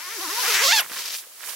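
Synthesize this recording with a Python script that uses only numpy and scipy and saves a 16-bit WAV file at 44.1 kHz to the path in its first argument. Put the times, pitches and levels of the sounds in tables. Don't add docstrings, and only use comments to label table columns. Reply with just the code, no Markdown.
import sys
import numpy as np
from scipy import signal
from scipy.fft import rfft, irfft, next_fast_len
from scipy.io import wavfile
from scipy.ndimage import map_coordinates

SR = 44100
rng = np.random.default_rng(int(sys.argv[2]) if len(sys.argv) > 2 else 0)


def wrap_up_sound(samples):
    columns = np.atleast_2d(samples).T
    tamed = np.clip(columns, -1, 1)
    steps = np.round(tamed * 32767).astype(np.int16)
    wavfile.write(sys.argv[1], SR, steps)


N = 68355

# frequency in Hz, relative density in dB.
NIGHT_SPECTRUM = [(25, -26), (70, -18), (150, -24), (500, -5), (1500, -4.5), (4000, -2.5), (11000, 1),
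                  (16000, -2.5)]
WALL_SPECTRUM = [(25, -8), (70, 1), (130, 2), (250, 6), (500, -14)]
SWISH_SPECTRUM = [(100, -39), (400, -21), (1000, -13.5), (2000, -4.5), (3300, -1), (5000, 1), (7500, -6),
                  (9500, -11.5), (12000, -5.5), (16000, -18)]
CRUMPLE_SPECTRUM = [(40, -32), (150, -24.5), (350, -9), (700, -6), (1100, 0), (1700, -1), (3000, -5),
                    (6000, -20), (15000, -22)]
SHEEN_SPECTRUM = [(1000, -43), (4500, -9), (7500, -1.5), (11500, -1.5), (14000, -2), (16000, -4.5)]
SCRAPE_SPECTRUM = [(100, -41), (300, -15), (600, -12.5), (1100, -3.5), (2200, -2.5), (3200, -3),
                   (5200, 2.5), (7000, -1.5), (9300, -7), (11400, -0.5), (13000, -5.5), (16000, -9.5)]
# frequency in Hz, left-right correlation.
NIGHT_CORR = [(150, 1), (2000, 0.17), (9000, 0.079)]
WALL_CORR = [(100, 0.99)]
SWISH_CORR = [(500, 1), (2500, 0.74), (6000, 0.46), (12000, 0.1)]
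CRUMPLE_CORR = [(200, 1), (1500, 0.85), (6000, 0.21)]
SHEEN_CORR = [(5000, 0.16), (12000, 0.14)]
SCRAPE_CORR = [(500, 1), (2000, 0.25), (5000, 0.17), (9000, 0.11), (15000, 0.22)]
# frequency in Hz, side gain in dB.
ECHO_WIDTH = [(150, -27), (600, 0.5), (2000, -2)]
CLICK_WIDTH = [(400, -11), (1000, -47), (2000, -6), (4000, -18), (10000, 3.5)]
# time in seconds, left minus right in dB.
NEAR_PAN = [(0, 2), (.3, 1.5), (.45, 1), (.65, -0.8), (.75, -2), (.83, -2), (.93, -1.5), (1.12, 1.5),
            (1.2, -3), (1.31, -7), (1.48, -7), (1.55, -4)]

# time in seconds, level in dB.
WALL_LEVELS = [(0, -94), (.13, -96), (.2, -83), (.42, -79), (.5, -78), (.75, -63), (1.0, -67), (1.08, -89),
               (1.2, -86), (1.33, -96), (1.5, -68)]
# centre in seconds, level in dB, half-width in seconds.
WALL_TUGS = [(0.554, -61, .02), (.715, -58, .012), (0.78, -75, .012), (0.922, -61, .007),
             (0.996, -71, 0.018), (1.274, -67, 0.0092)]
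# frequency in Hz, T60 in seconds.
TENT_DECAY = [(300, 0.093), (2000, 0.069), (10000, 0.034)]
# time in seconds, then swish, crumple and sheen levels in dB.
DOOR_LEVELS = [(.79, -59, -23, -55), (.825, -41.5, -39, -39), (.875, -49, -49, -41), (.90, -43, -45, -40.5),
               (.925, -39.5, -36.5, -35), (.965, -34, -38.5, -37), (1.0, -31.5, -36.5, -34),
               (1.035, -33, -55, -42), (1.06, -31, -42.5, -41), (1.12, -34, -47.5, -37.5),
               (1.15, -28, -43.5, -33), (1.172, -40.5, -76, -33.5), (1.195, -36.5, -65, -35),
               (1.23, -53, -48.5, -46.5), (1.3, -61, -68, -73), (1.38, -51.5, -56, -49),
               (1.43, -44.5, -49.5, -40.5), (1.46, -43.5, -47.5, -36), (1.495, -36.5, -41.5, -32.5),
               (1.52, -39, -44, -36), (1.55, -42.5, -44.5, -35.5)]
# start in seconds, peak in dB, centre in Hz, half-width in octaves.
CREASE_POPS = [(.832, -26, 2430, 0.45), (.862, -25.5, 1270, 0.69), (.898, -32, 2600, 0.93),
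               (0.903, -34, 2170, 0.8), (0.913, -43, 305, 1.06), (.919, -26, 1550, 0.47),
               (0.9333, -23, 3560, 1.5), (.971, -23, 1600, 1.3), (1.102, -23, 3200, 0.88),
               (1.134, -23, 3750, 0.4), (1.268, -48, 533, 0.42), (1.316, -51, 1170, 0.25),
               (1.407, -33, 1500, 1.2), (1.439, -28.5, 1750, .7), (1.474, -25.5, 2510, 1.2),
               (1.489, -29, 2380, 1.1), (1.504, -33, 2010, 0.5)]

# start in seconds, peak in dB, left minus right in dB.
TAB_STRIKES = [(.8072, -16, -15), (0.812, -22, 13), (0.8154, -27, 4)]
# frequency in Hz, relative level in dB, T60 in seconds.
TAB_RING = [(11270, -9.5, 0.03), (11500, -0.5, 0.011), (12150, -4.5, 0.01)]
# time in seconds, fundamental in dB, overtones in dB.
BUZZ_LEVELS = [(0, -60, -45), (.05, -70, -50.5), (.095, -55, -40), (.16, -47.5, -58), (.20, -41.5, -38.5),
               (.228, -44.5, -36), (.265, -47, -38.5), (.34, -44, -39.5), (.405, -46, -31.5),
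               (.46, -49, -29.5), (.505, -35, -25.5), (.545, -42, -51), (.585, -46, -41),
               (.615, -33, -27.5), (.67, -30, -28), (.705, -28, -26.5), (.734, -23.5, -23),
               (.757, -33, -34), (.785, -30.5, -23.5), (.80, -26.5, -25), (.818, -53, -35.5)]
# frequency in Hz, relative gain in dB.
BUZZ_BODY = [(500, -7), (700, -4), (900, 4), (1100, 3), (1400, 1.5), (1750, -4), (2200, -8), (2700, -2),
             (3400, 0.5), (4200, -2.5), (5200, -12), (6000, -27)]
KNOCK_BODY = [(100, -64), (250, -34), (450, -22), (650, -13.5), (900, -3.5), (1150, -6.5), (1500, 0),
              (2100, 2.5), (2800, -4.5), (4000, -12), (7000, -17.5), (16000, -32)]
SNAP_BODY = [(100, -55), (700, -8.5), (2000, -14), (3100, -5.5), (4100, 4.5), (5200, -2), (7000, -7),
             (9000, -14), (11500, -22), (16000, -16)]
# time in seconds, rms timing scatter in ms.
TOOTH_SCATTER = [(0, .05), (.39, .055), (.44, .16), (.57, .15), (.63, .09), (.69, .045), (.74, .033),
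                 (.8, .024)]
# time in seconds, teeth per second.
TOOTH_RATE = [(0.0, 290), (0.036, 355), (0.084, 367), (0.114, 437), (0.142, 476.2), (0.166, 430),
              (0.196, 329), (0.23, 399), (0.278, 292), (0.334, 420.1), (0.412, 517), (0.448, 365),
              (0.492, 500), (0.506, 429), (0.576, 380), (0.606, 399), (0.64, 568), (0.666, 531.4),
              (0.694, 700), (0.712, 714.6), (0.734, 917), (0.788, 823.9), (0.804, 680), (0.808, 641.9),
              (0.814, 550), (0.82, 210)]
# time in seconds, then knock, snap and scrape levels in dB.
PULL_LEVELS = [(0, -41.5, -73, -37.5), (.13, -39, -45, -34), (.24, -59, -43, -30.5), (.31, -36, -43, -29.5),
               (.37, -39.5, -37, -26.5), (.41, -39, -35, -24.5), (.46, -32, -41, -22.5),
               (.51, -27.5, -27, -22.5), (.55, -25, -24, -23), (.60, -22.5, -23, -27.5),
               (.645, -25, -23, -20), (.675, -25, -19, -24), (.725, -25.5, -19.5, -25.5),
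               (.755, -33, -23.5, -23), (.775, -27.5, -19.5, -24.5), (.795, -20, -34, -20),
               (.806, -33.5, -44, -25), (.83, -36, -49, -69)]


def amp(db):
    return 10 ** (np.asarray(db) / 20)


def unit_rms(x):
    return x / np.sqrt(np.mean(x ** 2) + 1e-20)


def at_hz(rows, hz):
    knots_hz, values = np.transpose(rows)
    return np.interp(np.log(hz + 1), np.log(knots_hz + 1), values)


def curves(rows):
    knots_s, *columns = np.transpose(rows)
    return [np.interp(np.arange(N) / SR, knots_s, column) for column in columns]


def wobble(rate_hz):
    return map_coordinates(rng.standard_normal(4096), [np.arange(N) * rate_hz / SR + 2], mode="wrap")


def filtered(x, response):
    size = next_fast_len(N + SR // 2)
    return irfft(rfft(x, size) * response(np.fft.rfftfreq(size, 1 / SR)), size)[..., :N]


def minimum_phase(db):
    cepstrum = irfft(np.log(amp(db)))
    half = len(cepstrum) // 2
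    return np.exp(rfft(np.r_[cepstrum[0], 2 * cepstrum[1:half], np.zeros(half)]))


def pan_gains(db):
    return amp(np.array([db, -db]).reshape(2, -1) / 2)


def stereo(mid, side):
    return np.array([mid + side, mid - side])


def noise(spectrum, correlation, grain=1):
    def response(hz):
        angle = np.arccos(np.clip(at_hz(correlation, hz), -1, 1)) / 2
        return amp(at_hz(spectrum, hz)) * [np.cos(angle), np.sin(angle)]
    return unit_rms(stereo(*filtered(grain * rng.standard_normal((2, N)), response)))


def add(out, start_s, x):
    part = out[..., round(start_s * SR):][..., :x.shape[-1]]
    part += x[..., :part.shape[-1]]


def night_hiss(level_db=-44.5):
    return amp(level_db) * noise(NIGHT_SPECTRUM, NIGHT_CORR)


def wall():
    t = np.arange(N) / SR
    tugs = sum(amp(db) * np.exp(-((t - centre_s) / width_s) ** 2) for centre_s, db, width_s in WALL_TUGS)
    stir = amp(curves(WALL_LEVELS)[0] + 2.522 * wobble(22.3))
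    return (stir + tugs) * noise(WALL_SPECTRUM, WALL_CORR)


def tent_echo(x, level_db=-11):
    hz, t, bins = signal.stft(rng.standard_normal((2, SR // 5)), SR, nperseg=128)
    decay = amp(-60 * t / at_hz(TENT_DECAY, hz)[:, None])
    tail = signal.istft(bins * decay, SR, nperseg=128)[1]
    mid, side = signal.fftconvolve(x.mean(axis=0)[None], tail / np.linalg.norm(tail), axes=1)[:, :N]
    side = filtered(side, lambda hz: amp(at_hz(ECHO_WIDTH, hz)))
    return amp(level_db) * stereo(mid, side)


def fold_echoes(x, t60_s, drift_hz, count=14):
    t = np.arange(SR // 100) / SR
    paths = rng.standard_normal((count, len(t))) * amp(-60 * t / t60_s)
    shares = np.array([wobble(drift_hz) for _ in paths])
    shares /= np.linalg.norm(shares, axis=0)
    return sum(share * signal.fftconvolve(x, path / np.linalg.norm(path))[:N]
               for share, path in zip(shares, paths))


def door(onset_s=0.013):
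    swish_db, crumple_db, sheen_db = curves(DOOR_LEVELS)
    swish = noise(SWISH_SPECTRUM, SWISH_CORR, grain=amp(3 * wobble(1800) + 0.87 * wobble(130)))
    crumple = noise(CRUMPLE_SPECTRUM, CRUMPLE_CORR, grain=amp(3.1 * wobble(900) + 2.1 * wobble(120)))
    sheen = noise(SHEEN_SPECTRUM, SHEEN_CORR, grain=amp(2.5 * wobble(2500)))
    fade_in = np.clip((np.arange(N) / SR - DOOR_LEVELS[0][0]) / onset_s, 0, 1)
    return fade_in * (amp(swish_db) * swish + amp(crumple_db) * crumple + amp(sheen_db) * sheen)


def creases(skirt_db=-12, echo_db=-5):
    pops, hz = np.zeros(N), np.fft.rfftfreq(2048, 1 / SR)
    for start_s, db, centre_hz, width_oct in CREASE_POPS:
        detune = np.log2((hz + 1) / centre_hz) / width_oct
        pop = irfft(minimum_phase(skirt_db * np.log2(1 + detune ** 2)))
        add(pops, start_s, amp(db) * pop / np.abs(pop).max())
    echoes = np.array([fold_echoes(pops, t60_s=0.011, drift_hz=11.98) for _ in range(2)])
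    return pops + amp(echo_db) * echoes


def pull_tab(attack_s=0.00025):
    out, t = np.zeros((2, N)), np.arange(SR // 20) / SR
    for start_s, db, pan_db in TAB_STRIKES:
        ring = sum(amp(mode_db - 60 * t / t60_s) * np.sin(2 * np.pi * (hz * t + rng.random()))
                   for hz, mode_db, t60_s in TAB_RING)
        ring *= 1 - np.exp(-t / attack_s)
        add(out, start_s, amp(db) * pan_gains(pan_db) * ring / np.abs(ring).max())
    return out


def fabric_buzz(rate_hz, teeth, harmonics=6, flutter_db=3, rough_rad=0.2):
    fundamental_db, overtones_db = curves(BUZZ_LEVELS)
    orders = np.arange(1, harmonics + 1)
    partials = []
    for k in orders:
        flutter = amp(flutter_db * wobble(54.82))
        phase = 2 * np.pi * (k * teeth + rng.random()) + rough_rad * np.sqrt(k) * wobble(108.7)
        partials.append(flutter * np.sin(phase))
    gains = amp(at_hz(BUZZ_BODY, orders[1:, None] * rate_hz))
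    overtones = np.sum(gains * partials[1:], axis=0) / np.linalg.norm(gains, axis=0)
    return amp(fundamental_db) * unit_rms(partials[0]) + amp(overtones_db) * unit_rms(overtones)


def tooth_clicks(teeth, spread_db=1.53):
    at = np.interp(np.arange(1, teeth[-1]), teeth, np.arange(N))
    late, size = rng.standard_normal((2000, 2))[:len(at)].T
    scatter_ms = curves(TOOTH_SCATTER)[0][at.astype(int)]
    at += late * scatter_ms * SR / 1000
    taps = at.astype(int)[:, None] + np.arange(-7, 9)
    offset = taps - at[:, None]
    pulses = np.sinc(offset) * np.sinc(offset / 8)
    pulses *= amp(spread_db * size)[:, None]
    train = np.bincount(np.clip(taps, 0, N).ravel(), pulses.ravel(), N + 1)[:N]
    return train / np.sqrt(np.gradient(teeth))


def tooth_ring(train, body, lag_s=0, smear_s_per_hz=6e-8, echo_db=-9):
    def response(hz):
        delay_s = lag_s + smear_s_per_hz * hz / 2
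        return minimum_phase(at_hz(body, hz)) * np.exp(-2j * np.pi * hz * delay_s)
    direct = filtered(train, response)
    mid = direct + amp(echo_db) * fold_echoes(direct, t60_s=0.0032, drift_hz=21.94)
    side = fold_echoes(direct, t60_s=0.0037, drift_hz=14.08)
    side = filtered(side, lambda hz: amp(at_hz(CLICK_WIDTH, hz)))
    return unit_rms(stereo(mid, side))


def zipper(stop_s=0.835, fade_s=0.019):
    rate_hz, = curves(TOOTH_RATE)
    teeth = np.cumsum(rate_hz) / SR
    knock_db, snap_db, scrape_db = curves(PULL_LEVELS)
    train = tooth_clicks(teeth)
    knock = amp(knock_db) * tooth_ring(train, KNOCK_BODY)
    snap = amp(snap_db) * tooth_ring(train, SNAP_BODY, lag_s=0.00015)
    grain_db = -5 * (teeth % 1) + 1.3 * wobble(1500)
    scrape = amp(scrape_db) * noise(SCRAPE_SPECTRUM, SCRAPE_CORR, grain=amp(grain_db))
    moving = np.clip((stop_s - np.arange(N) / SR) / fade_s, 0, 1)
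    return moving * (knock + snap + scrape + fabric_buzz(rate_hz, teeth))


def scene():
    near = (zipper() + door() + creases()) * pan_gains(curves(NEAR_PAN)[0]) + pull_tab()
    return near + tent_echo(near) + wall() + night_hiss()


def record(dry):
    cutoff_hz = 15900
    return filtered(dry, lambda hz: hz < cutoff_hz)


dry = scene()
out = record(dry)
wrap_up_sound(out)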